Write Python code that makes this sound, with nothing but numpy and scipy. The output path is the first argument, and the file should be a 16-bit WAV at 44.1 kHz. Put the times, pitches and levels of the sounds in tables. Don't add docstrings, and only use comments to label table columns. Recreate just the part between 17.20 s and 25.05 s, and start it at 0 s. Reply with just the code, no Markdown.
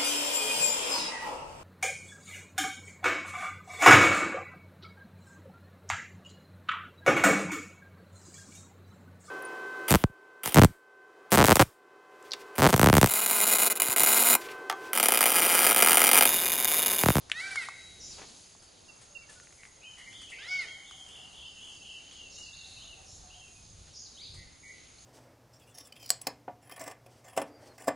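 import sys
import numpy as np
from scipy import signal
from scipy.fft import rfft, irfft, next_fast_len
from scipy.io import wavfile
from scipy.ndimage import uniform_filter1d

SR = 44100
rng = np.random.default_rng(int(sys.argv[2]) if len(sys.argv) > 2 else 0)


def log_audio(samples):
    frames = np.atleast_2d(samples).T
    limited = np.clip(frames, -1, 1)
    pcm = np.round(limited * 32767).astype(np.int16)
    wavfile.write(sys.argv[1], SR, pcm)


def gain_from_db(level_db):
    decades = np.asarray(level_db, float) / 20
    return 10 ** decades


N = 346185
TIME = np.arange(N) / SR


def unit(x):
    return x / np.sqrt(np.mean(x ** 2))


def shape(hz, points):
    f, db = np.transpose(points)
    return gain_from_db(np.interp(np.log(hz + 1), np.log(f), db))


def colour(x, points):
    return irfft(rfft(x) * shape(np.fft.rfftfreq(len(x), 1 / SR), points), len(x))


def band(x, hz, width_hz):
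    edges_hz = [hz - width_hz / 2, hz + width_hz / 2]
    return signal.sosfilt(signal.butter(2, edges_hz, "band", fs=SR, output="sos"), x)


def lift(hz, centre_hz, width_hz, db):
    return db / (1 + ((hz - centre_hz) / width_hz) ** 2)


def walk(rate, size=N):
    hold = max(int(SR / rate), 1)
    steps = np.repeat(rng.standard_normal(size // hold + 1), hold)
    return 1.2 * uniform_filter1d(uniform_filter1d(steps, hold), hold)[:size]


def tone(hz):
    return np.sin(2 * np.pi * np.cumsum(hz) / SR)


def place(x, pan_db):
    return x * gain_from_db(np.array([[pan_db], [-pan_db]]) / 2)


def add(out, s, x):
    i = int(s * SR)
    out[..., i:i + x.shape[-1]] += x[..., :N - i]


def trunks(x, t60, wet_db, side_db):
    t = np.arange(SR) / SR
    decay = np.exp(-np.log(1000) * t / t60) * np.minimum(t / 0.003, 1)
    tails = rng.standard_normal((2, SR)) * decay
    mid, side = (signal.fftconvolve(x, h / np.sqrt(np.sum(h ** 2)))[:N] for h in tails)
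    return gain_from_db(wet_db) * (mid + gain_from_db(side_db) * side * np.array([[1], [-1]]))


def track(table):
    s, *columns = np.transpose(table)
    t = TIME[int(s[0] * SR):int(s[-1] * SR)]
    edge = np.minimum(np.minimum(t - s[0], s[-1] - t) / 0.0013, 1).clip(0)
    return s[0], edge, [np.interp(t, s, c) for c in columns]


def note(length, from_hz, to_hz, db, hoarse):
    u = np.linspace(0, 1, int(length * SR))
    flutter = tone(130 + 45 * walk(90, size=len(u)))
    hz = (from_hz + (to_hz - from_hz) * u) * (1 + 0.16 * hoarse * flutter)
    strength = gain_from_db(db + 4.5 * hoarse * walk(172, size=len(u)))
    return strength * np.sin(np.pi * u) ** 0.4 * tone(hz)


# [t/s, f/Hz, level/dB]
CRY_CURVES = [
    [(0.125, 559.6, -59), (0.167, 631.5, -47), (0.2, 666, -42.5), (0.216, 750.6, -46), (0.27, 784.4, -47.5),
     (0.355, 761, -49.5), (0.378, 724, -43.5), (0.44, 628, -46.5), (0.5, 630, -83)],
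    [(3.185, 503, -58), (3.21, 544, -57), (3.255, 645.5, -49), (3.296, 738, -46), (3.315, 741.2, -39),
     (3.375, 742, -45.5), (3.415, 700.7, -43), (3.446, 602, -53), (3.49, 563, -78)],
]
BREATH_DB = [-48, -58]
# [partial number, level/dB]
SYRINX_PARTIALS = [(1, -0.5), (3, 4), (4, -3.5), (5, 2.5), (6, 10.5), (7, 6.5), (8, 3), (9, -2), (10, 6)]
# [f/Hz, level/dB]
THROAT_SPECTRUM = [(600, -29), (800, -14.5), (2200, 2.5), (3300, -15.5), (3900, -12.5), (4500, -19),
                   (5200, -23), (9000, -20)]
# [f/Hz, level/dB]
RASP_SPECTRUM = [(900, -11), (1500, 21.5), (2300, 4.5), (4000, 14), (7000, 5.5), (11000, 5), (12000, -95)]


def cries():
    gullet_hz, gullet_width_hz, gullet_db = 1550, 37, 20
    beak_hz, beak_width_hz, beak_db = 2173, 30, 5.5
    second_db = -16
    beat_hz, beat_depth, crest_s = 21, 1.5, .233
    dulling_db_per_s = 18
    rasp_fade_s = 0.074
    out = np.zeros(N)
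    for table, rasp_db in zip(CRY_CURVES, BREATH_DB):
        s, edge, (hz, db) = track(table)
        size = len(hz)
        t = np.arange(size) / SR
        phase = 2 * np.pi * np.cumsum(hz * (1 + 0.0018 * walk(122.5, size=size))) / SR
        gullet = lift(2 * hz, gullet_hz, gullet_width_hz, gullet_db)
        voice = gain_from_db(db + second_db + gullet + 1.3 * walk(26.3, size=size)) * np.sin(2 * phase)
        voice *= np.clip(1.8 + beat_depth * np.cos(2 * np.pi * beat_hz * (s + t - crest_s)), .15, 1.5)
        for k, source_db in SYRINX_PARTIALS:
            k = round(k)
            beak = lift(k * hz, beak_hz, beak_width_hz, beak_db)
            flutter = gain_from_db(3.1 * walk(36.6, size=size) + beak)
            effort = gain_from_db(db + source_db - (k > 5) * dulling_db_per_s * t)
            throat = shape(k * hz, THROAT_SPECTRUM) / shape(3 * hz, THROAT_SPECTRUM)
            voice += effort * flutter * throat * np.sin(k * phase)
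        rasp = unit(colour(rng.standard_normal(size), RASP_SPECTRUM))
        rasp *= 1 + 0.53 * np.sin(phase)
        breath = np.minimum(np.minimum(t, t[-1] - t) / rasp_fade_s, 1)
        add(out, s, edge * (np.sqrt(2) * voice + gain_from_db(rasp_db) * breath * rasp))
    return out


# [t/s, peak level/dB, ring f/Hz, crack level/dB]
BILL_CLACKS = [(0.098, -31, 1710, -7), (0.116, -9, 2750, -20.5), (0.357, -23, 1620, -6),
               (0.486, -26, 1160, -11.5), (1.35, -48.5, 890, -15), (2.199, -43, 1580, -8),
               (2.271, -43, 1980, -21), (2.306, -48, 1890, -12), (2.325, -49, 2020, -1),
               (2.433, -37, 2210, -16), (2.452, -40, 1960, -14), (2.927, -47.5, 2140, 2),
               (3.017, -47, 1340, -12), (3.71, -40, 1367, -6), (4.911, -42, 2650, -29)]


def clacks():
    out = np.zeros((2, N))
    t = np.arange(-60, 200) / SR
    for s, db, hz, crack_db in BILL_CLACKS:
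        swell = np.exp(-np.where(t < 0, 2.2, .9) * (t * hz) ** 2)
        knock = swell * np.sin(2 * np.pi * hz * t + 2.3)
        crack = band(rng.standard_normal(len(t)), 4540, 7150) * np.exp(-np.abs(t) / 0.0046)
        clack = knock + gain_from_db(crack_db) * crack
        add(out, s - .0001, place(gain_from_db(db) * clack, 1.9))
        add(out, s + .0025, place(gain_from_db(db - 16) * clack, 1.2))
    return out


def syllable(length, start_hz, top_hz, end_hz, warble_hz):
    u = np.linspace(0, 1, int(length * SR))
    rise = np.sin(np.pi / 2 * np.minimum(u / .33, 1))
    fall = np.sin(np.pi / 2 * np.maximum(u - .33, 0) / .67) ** 2
    warble = np.cumsum(50 * gain_from_db(3.5 * walk(45, size=len(u)))) / SR % 1 - .8
    hz = start_hz + (top_hz - start_hz) * rise + (end_hz - top_hz) * fall + 2 * warble_hz * warble
    hz = np.maximum(hz, min(start_hz, end_hz) - 60)
    return np.sin(np.pi * u) ** .4 * gain_from_db(2.5 * walk(60, size=len(u))) * tone(hz)


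# [t/s, length/s, foot f/Hz, top f/Hz, level/dB]
WARBLED_ARCHES = [(3.175, 0.28, 2814, 3410, -50), (2.767, 0.093, 2940, 3220, -56),
                  (2.893, 0.21, 3020, 3533, -47), (3.079, 0.066, 2620, 3044, -50),
                  (3.634, 0.13, 3000, 3635, -49.5), (3.865, 0.21, 2867, 3476, -49),
                  (4.106, 0.19, 2796, 3450, -50), (4.366, 0.22, 2797, 3373, -48.5),
                  (4.603, .18, 2750, 3224, -47), (4.871, 0.17, 2850, 3400, -51.5)]
# [t/s, length/s, start f/Hz, end f/Hz, level/dB]
PLAIN_PIPES = [(2.611, 0.18, 2350, 3003, -51), (2.628, 0.065, 2270, 2510, -51),
               (3.442, 0.17, 2900, 3160, -48), (3.745, 0.12, 3125, 3160, -50),
               (3.953, 0.042, 2650, 2780, -54), (4.172, 0.16, 3300, 3470, -59),
               (4.235, 0.097, 2710, 3020, -52.5), (4.721, 0.11, 2975, 2786, -50.5),
               (4.857, 0.049, 2710, 2990, -48.5), (4.976, 0.12, 2813, 2670, -50),
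               (5.161, 0.15, 2810, 2710, -47.5), (5.34, 0.128, 2680, 2720, -53.5),
               (5.669, 0.089, 2827, 2655, -52.5), (5.778, 0.071, 2630, 2560, -61),
               (6.148, 0.044, 3170, 3130, -56), (6.214, 0.043, 2740, 2604, -54),
               (6.35, 0.024, 2530, 2500, -59)]
# [t/s, length/s, from f/Hz, to f/Hz, level/dB]
QUICK_STROKES = [(5.561, 0.033, 2490, 3000, -51), (5.605, .035, 2810, 3330, -51.5),
                 (5.644, 0.039, 2630, 3100, -54), (6.098, 0.024, 2600, 2970, -51),
                 (6.13, .024, 2700, 3300, -51.5), (6.195, 0.019, 3280, 2900, -52),
                 (6.27, 0.03, 2585, 2500, -64)]


def warbler():
    arch_warble_hz, pipe_warble_hz = 321.7, 70.9
    arch_return = 0.77
    pipe_lift_hz = 111
    out = np.zeros(N)
    for s, length, foot_hz, top_hz, db in WARBLED_ARCHES:
        end_hz = top_hz - arch_return * (top_hz - foot_hz)
        add(out, s, gain_from_db(db) * syllable(length, foot_hz, top_hz, end_hz, arch_warble_hz))
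    for s, length, start_hz, end_hz, db in PLAIN_PIPES:
        top_hz = max(start_hz, end_hz) + pipe_lift_hz
        add(out, s, gain_from_db(db) * syllable(length, start_hz, top_hz, end_hz, pipe_warble_hz))
    for s, *voice in QUICK_STROKES:
        add(out, s, note(*voice, 0.16))
    return out


def buzz(factor, db):
    length_s, low_hz, high_hz, rate_hz = .11, 4800, 6950, 210
    u = np.linspace(0, 1, int(length_s * SR))
    swing = tone(rate_hz * gain_from_db(2.5 * walk(150, size=len(u))))
    hz = factor * (low_hz + (high_hz - low_hz) * (1 + swing) / 2)
    lean_db = 4.5 * (u - .4) * swing + 2.6 * walk(199, size=len(u))
    return gain_from_db(db + lean_db) * np.sin(np.pi * u) ** 0.31 * tone(hz)


# [delay/s, length/s, from f/Hz, to f/Hz, hoarseness 0-1]
PHRASE_NOTES = [
    (0, 0.022, 5950, 4770, 0.12),
    (0.025, 0.027, 4950, 5990, 0.37),
    (0.105, .035, 5500, 4000, .5),
]
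# [t/s, notes level/dB, buzz level/dB, last note level/dB, pitch factor]
PHRASE_TIMES = [(.8, -44, -47, -45.5, 1.045), (3.277, -43.5, -49.5, -46, 0.95),
                (5.111, -51.5, -51, -51, 1.07), (5.856, -53, -54, -68, 1.07),
                (6.735, -48.5, -46.5, -50, .985)]
# [t/s, length/s, from f/Hz, to f/Hz, level/dB]
UPWARD_SLURS = [(5.327, 0.037, 3400, 4620, -48.5), (5.433, 0.033, 3400, 4360, -47),
                (5.481, 0.07, 3700, 4250, -51), (6.942, 0.027, 3710, 4010, -53.5),
                (6.97, 0.048, 2900, 4470, -47), (6.991, 0.082, 2020, 2810, -61),
                (7.011, 0.026, 4400, 5000, -44.5), (7.781, 0.015, 3900, 4700, -55)]
# [t/s, length/s, f/Hz, level/dB]
SINKING_WHEEZES = [(5.105, 0.096, 4450, -55.5), (5.233, 0.066, 4850, -52), (5.357, 0.074, 4300, -51.5),
                   (5.542, 0.15, 4175, -53.5), (5.656, 0.11, 4270, -58), (5.44, 0.11, 4300, -54.5),
                   (5.88, 0.11, 4400, -61), (6.05, 0.19, 4400, -72), (4.0, 0.38, 4300, -67),
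                   (4.5, .3, 4300, -73), (7.034, 0.058, 4200, -46.5), (7.101, 0.11, 4780, -56)]
# [t/s, length/s, f/Hz, level/dB]
LEVEL_CROAKS = [(1.856, 0.17, 1363, -66), (2.38, 0.08, 2116, -56), (2.772, 0.055, 2040, -50),
                (2.861, 0.033, 2100, -47), (3.118, 0.026, 2080, -41.5), (3.125, 0.022, 2600, -46),
                (3.15, .05, 2400, -49), (7.16, 0.085, 2057, -54.5), (7.427, 0.1, 2123, -49.5)]


def small_birds():
    out = np.zeros(N)
    for s, notes_db, buzz_db, last_db, factor in PHRASE_TIMES:
        add(out, s + .012, buzz(factor, buzz_db))
        levels_db = (notes_db, notes_db, last_db)
        for (delay, length, from_hz, to_hz, hoarse), db in zip(PHRASE_NOTES, levels_db):
            add(out, s + delay, note(length, factor * from_hz, factor * to_hz, db, hoarse))
    for s, *voice in UPWARD_SLURS:
        add(out, s, note(*voice, 0.14))
    for table, fall, hoarse in ((SINKING_WHEEZES, 0.88, 0.59), (LEVEL_CROAKS, .99, 0.47)):
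        for s, length, hz, db in table:
            add(out, s, note(length, hz, fall * hz, db, hoarse))
    return out


# [t/s, length/s, f/Hz, level/dB]
BUSH_CHIPS = [(1.684, 0.028, 2800, -53), (1.898, 0.083, 593, -66), (1.95, 0.029, 2813, -43),
              (2.016, 0.047, 2320, -63), (2.088, 0.025, 1780, -54), (2.154, 0.037, 1510, -60),
              (2.22, 0.024, 1455, -62)]


def chips():
    out = np.zeros(N)
    for s, length, hz, db in BUSH_CHIPS:
        add(out, s, note(length, hz, 0.95 * hz, db, 0.059))
    return out


# [t/s, peak level/dB, f/Hz]
DOVE_COOS = [(3.286, -68, 750), (3.559, -60.5, 806), (3.732, -56, 778), (3.984, -55, 748),
             (4.415, -65, 788), (4.619, -64, 808), (4.802, -60.5, 798), (5.182, -70, 777),
             (5.456, -59, 774), (5.633, -62, 684), (5.776, -57, 772), (6.029, -53.5, 748),
             (6.149, -57, 746), (6.312, -66, 704)]


def dove():
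    out = np.zeros(N)
    for s, db, hz in DOVE_COOS:
        add(out, s, note(0.037, hz, 0.967 * hz, db - 0.5, 0.39))
    return out


# [t/s, f/Hz, level/dB]
HELD_TONE = [(.45, 3890, -69), (.55, 3870, -57), (.67, 3894, -50), (.85, 3835, -62), (.99, 3880, -59)]


def whistle():
    out = np.zeros(N)
    s, edge, (hz, db) = track(HELD_TONE)
    add(out, s, edge * gain_from_db(db + 1) * tone(hz))
    return out


# [t/s, peak level/dB]
TREBLE_BURSTS = [(.19, -43), (.268, -51), (.31, -41), (.378, -50), (.415, -39.5), (.447, -45), (3.33, -52),
                 (3.41, -45), (1.079, -49), (1.4195, -50), (1.81, -47.5), (2.0907, -45), (2.122, -46),
                 (2.229, -52), (2.4234, -60), (2.451, -51), (2.778, -47), (3.012, -46), (3.0977, -44.5),
                 (3.876, -49.5), (4.92, -51), (5.179, -47.5), (7.1377, -47)]


def rustles():
    out = np.zeros(N)
    t = np.arange(3000) / SR
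    burst = np.minimum(t / 0.0071, 1) * np.exp(-t / 0.031)
    for s, db in TREBLE_BURSTS:
        add(out, s, gain_from_db(db - 5.5) * burst * rng.standard_normal(len(t)))
    return place(colour(out, [(2000, 2.5), (7000, 2), (8500, 6.5), (11000, -0.5)]), 3.7)


# [t/s, length/s, level/dB]
CAMERA_SCUFFS = [
    (0.963, 0.096, -52),
    (3.395, 0.11, -61.5),
    (6.654, 0.051, -66),
]


def scuffs():
    out = np.zeros((2, N))
    spectrum = [(150, -10), (350, 2), (1200, -3.0), (3000, -7.5), (8000, -25.5)]
    for s, length, db in CAMERA_SCUFFS:
        size = int(length * SR)
        grains = rng.standard_normal(size) * gain_from_db(5.0 * walk(226, size=size)) * np.hanning(size) ** .5
        add(out, s, place(gain_from_db(db) * unit(colour(grains, spectrum)), 2.7))
    return out


def clicks():
    return rng.standard_normal(N) * (rng.random(N) < .06)


# [t/s, level/dB]
CICADA_SWELL = [(0, -91), (.9, -64), (4.2, -65), (5.3, -58.5), (7, -65.5), (7.85, -62)]


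def cicadas():
    beat = 1 + 0.12 * tone(56 + 4.1 * walk(2.3))
    swell_db = np.interp(TIME, *np.transpose(CICADA_SWELL)) + 2.2 * walk(9)
    drone = unit(band(clicks() * beat, 6516, 350)) * gain_from_db(swell_db)
    return place(drone, -4.0) + trunks(drone, 0.092, -11.5, 1.3)


# [t/s, peak level/dB]
CRICKET_CHIRPS = [(0.1171, -67), (0.2558, -63), (0.4174, -65), (0.9173, -62), (1.2281, -62), (1.3917, -59),
                  (1.6526, -63), (1.9455, -61), (2.9282, -61), (3.1313, -58.5), (3.2889, -49.5),
                  (3.9714, -62), (4.2423, -59), (4.5022, -58), (4.6713, -62), (4.9057, -67), (5.0744, -62),
                  (5.3472, -66), (6.41, -63), (6.8558, -61), (7.0274, -56), (7.1541, -63), (7.7907, -65)]


def crickets():
    chirps = np.zeros((2, N))
    for s, db in CRICKET_CHIRPS:
        add(chirps, s, gain_from_db([[db - 5.0], [db - 12.0]]) * np.hanning(int(.13 * SR)) ** 0.17)
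    low = unit(band(clicks(), 4640, 62)) * chirps[0]
    high = unit(band(clicks(), 5110, 200)) * (chirps[1] + gain_from_db(-71.5))
    return place(low + high, -1.2) + trunks(low + high, 0.12, -19, 0)


# [t/s, level/dB]
WIND_PUFFS = [(0.0, -67), (.55, -67.5), (.82, -58.5), (1.1, -68.5), (4.59, -66.5), (5.99, -58), (6.25, -67),
              (6.54, -53.5), (7.0, -67.5), (7.19, -48.5), (7.37, -67), (7.85, -62.5)]
# [f/Hz, level/dB per Hz]
GUST_SPECTRUM = [(12, -9), (20, -6.5), (82, 2), (144, -8), (172, -9.5), (229, -23.5), (271, -26),
                 (300, -22.5), (390, -25), (660, -120)]


def wind():
    gust_db = np.interp(TIME, *np.transpose(WIND_PUFFS)) + 1.4 * walk(13)
    puffs = unit(colour(rng.standard_normal(N), GUST_SPECTRUM)) * gain_from_db(gust_db)
    stray = gain_from_db(-21) * np.roll(puffs, SR // 10)
    return puffs + stray * np.array([[1], [-1]])


# [f/Hz, level/dB per Hz]
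AIR_SPECTRUM = [(59, -42), (100, -6), (220, -8), (285, -9.5), (369, -10.5), (797, -12), (1070, -15),
                (1860, -17), (3180, -16), (3440, -16), (4630, -14), (5530, -19), (6600, -11.5),
                (7890, -21.5), (11300, -19.5), (14600, -81), (22000, -120)]
# [f/Hz, level/dB]
AIR_WIDTH = [(60, 10), (110, -12), (190, -4.5), (340, -1), (600, -0.5), (1070, 0), (1910, -3),
             (3410, -11.5), (6070, -16.5), (10800, -30)]
# [t/s, level/dB, extra treble level/dB]
LEAF_SWELLS = [(0, 1.5, -0.5), (.5, -1, 3.6), (.95, .5, 5.5), (1.4, -1.5, 1.5), (3, 0.24, 1.9),
               (4.2, -0.8, 2.6), (5.5, -0.5, 1.5), (6.3, -2, 2.5), (6.7, -2, 1.5), (7.85, -1, 2.4)]


def air():
    mid = colour(rng.standard_normal(N), AIR_SPECTRUM)
    side = colour(colour(rng.standard_normal(N), AIR_SPECTRUM), AIR_WIDTH)
    gain = gain_from_db(-61.5) / np.sqrt(np.mean(band(mid, 2075, 3850) ** 2))
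    s, *swells = np.transpose(LEAF_SWELLS)
    hush_db, hiss_db = (np.interp(TIME, s, db) for db in swells)
    size = next_fast_len(N)
    both = rfft(np.array([mid + side, mid - side]), size)
    octaves = np.log2(np.fft.rfftfreq(size, 1 / SR) + 1)
    out = 0
    for hz in 62.5 * 2 ** np.arange(9):
        overlap = np.maximum(1 - np.abs(octaves - np.log2(hz)), 0)
        pair = irfft(both * overlap, size)[:, :N]
        out = out + pair * gain_from_db(1.2 * walk(1.147) + 2.05 * walk(9) + hush_db + hiss_db * (hz > 3000))
    return gain * out


def scene():
    near, knocks, trill = cries(), clacks(), warbler()
    far, close = small_birds() + dove(), chips()
    birds = place(near, -0.94) + trunks(near, 0.89, -5.5, -12.5)
    birds += knocks + trunks(knocks.mean(0), 0.11, -11.5, -26)
    birds += gain_from_db(-2) * place(trill, .6) + trunks(trill, 0.48, -1, -10) + whistle()
    birds += gain_from_db(-1.5) * place(far, .3) + trunks(far, 0.7, -1.1, -8.5)
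    birds += gain_from_db(1.5) * place(close, -8.5) + trunks(close, 0.66, -4, -8)
    return birds + rustles() + scuffs() + cicadas() + crickets() + wind() + air()


def masking(x, below_db=-3.0):
    hz, _, z = signal.stft(x, SR, nperseg=1024, noverlap=768)
    power = np.abs(z.mean(0)) ** 2 + 1e-20
    patch = uniform_filter1d(uniform_filter1d(power, size=4, axis=0), size=5, axis=1)
    patch_db = 10 * np.log10(patch)
    loud_db = 10 * np.log10(np.abs(uniform_filter1d(patch, size=24, axis=0)) + 1e-20)
    around_db = uniform_filter1d(patch_db, size=30, axis=0)
    limit_db = below_db - np.interp(hz, [3000, 4800, 6900, 7400], [5, 0, 0, -.9])[:, None]
    audible = (patch_db - around_db > limit_db) & (patch_db - loud_db > -12)
    spared = (hz[:, None] < 1600) | (hz[:, None] > 10300)
    thinned = z * np.where(audible | spared, 1, .05)
    return signal.istft(thinned, SR, nperseg=1024, noverlap=768)[1][:, :N]


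def band_limit(x):
    return signal.sosfilt(signal.butter(12, 11150, fs=SR, output="sos"), x)


def record(dry):
    low_pass = signal.ellip(10, .3, 80, 11080, fs=SR, output="sos")
    mix = masking(signal.sosfilt(low_pass, dry))
    return band_limit(mix)


dry = scene()
out = record(dry)
log_audio(out)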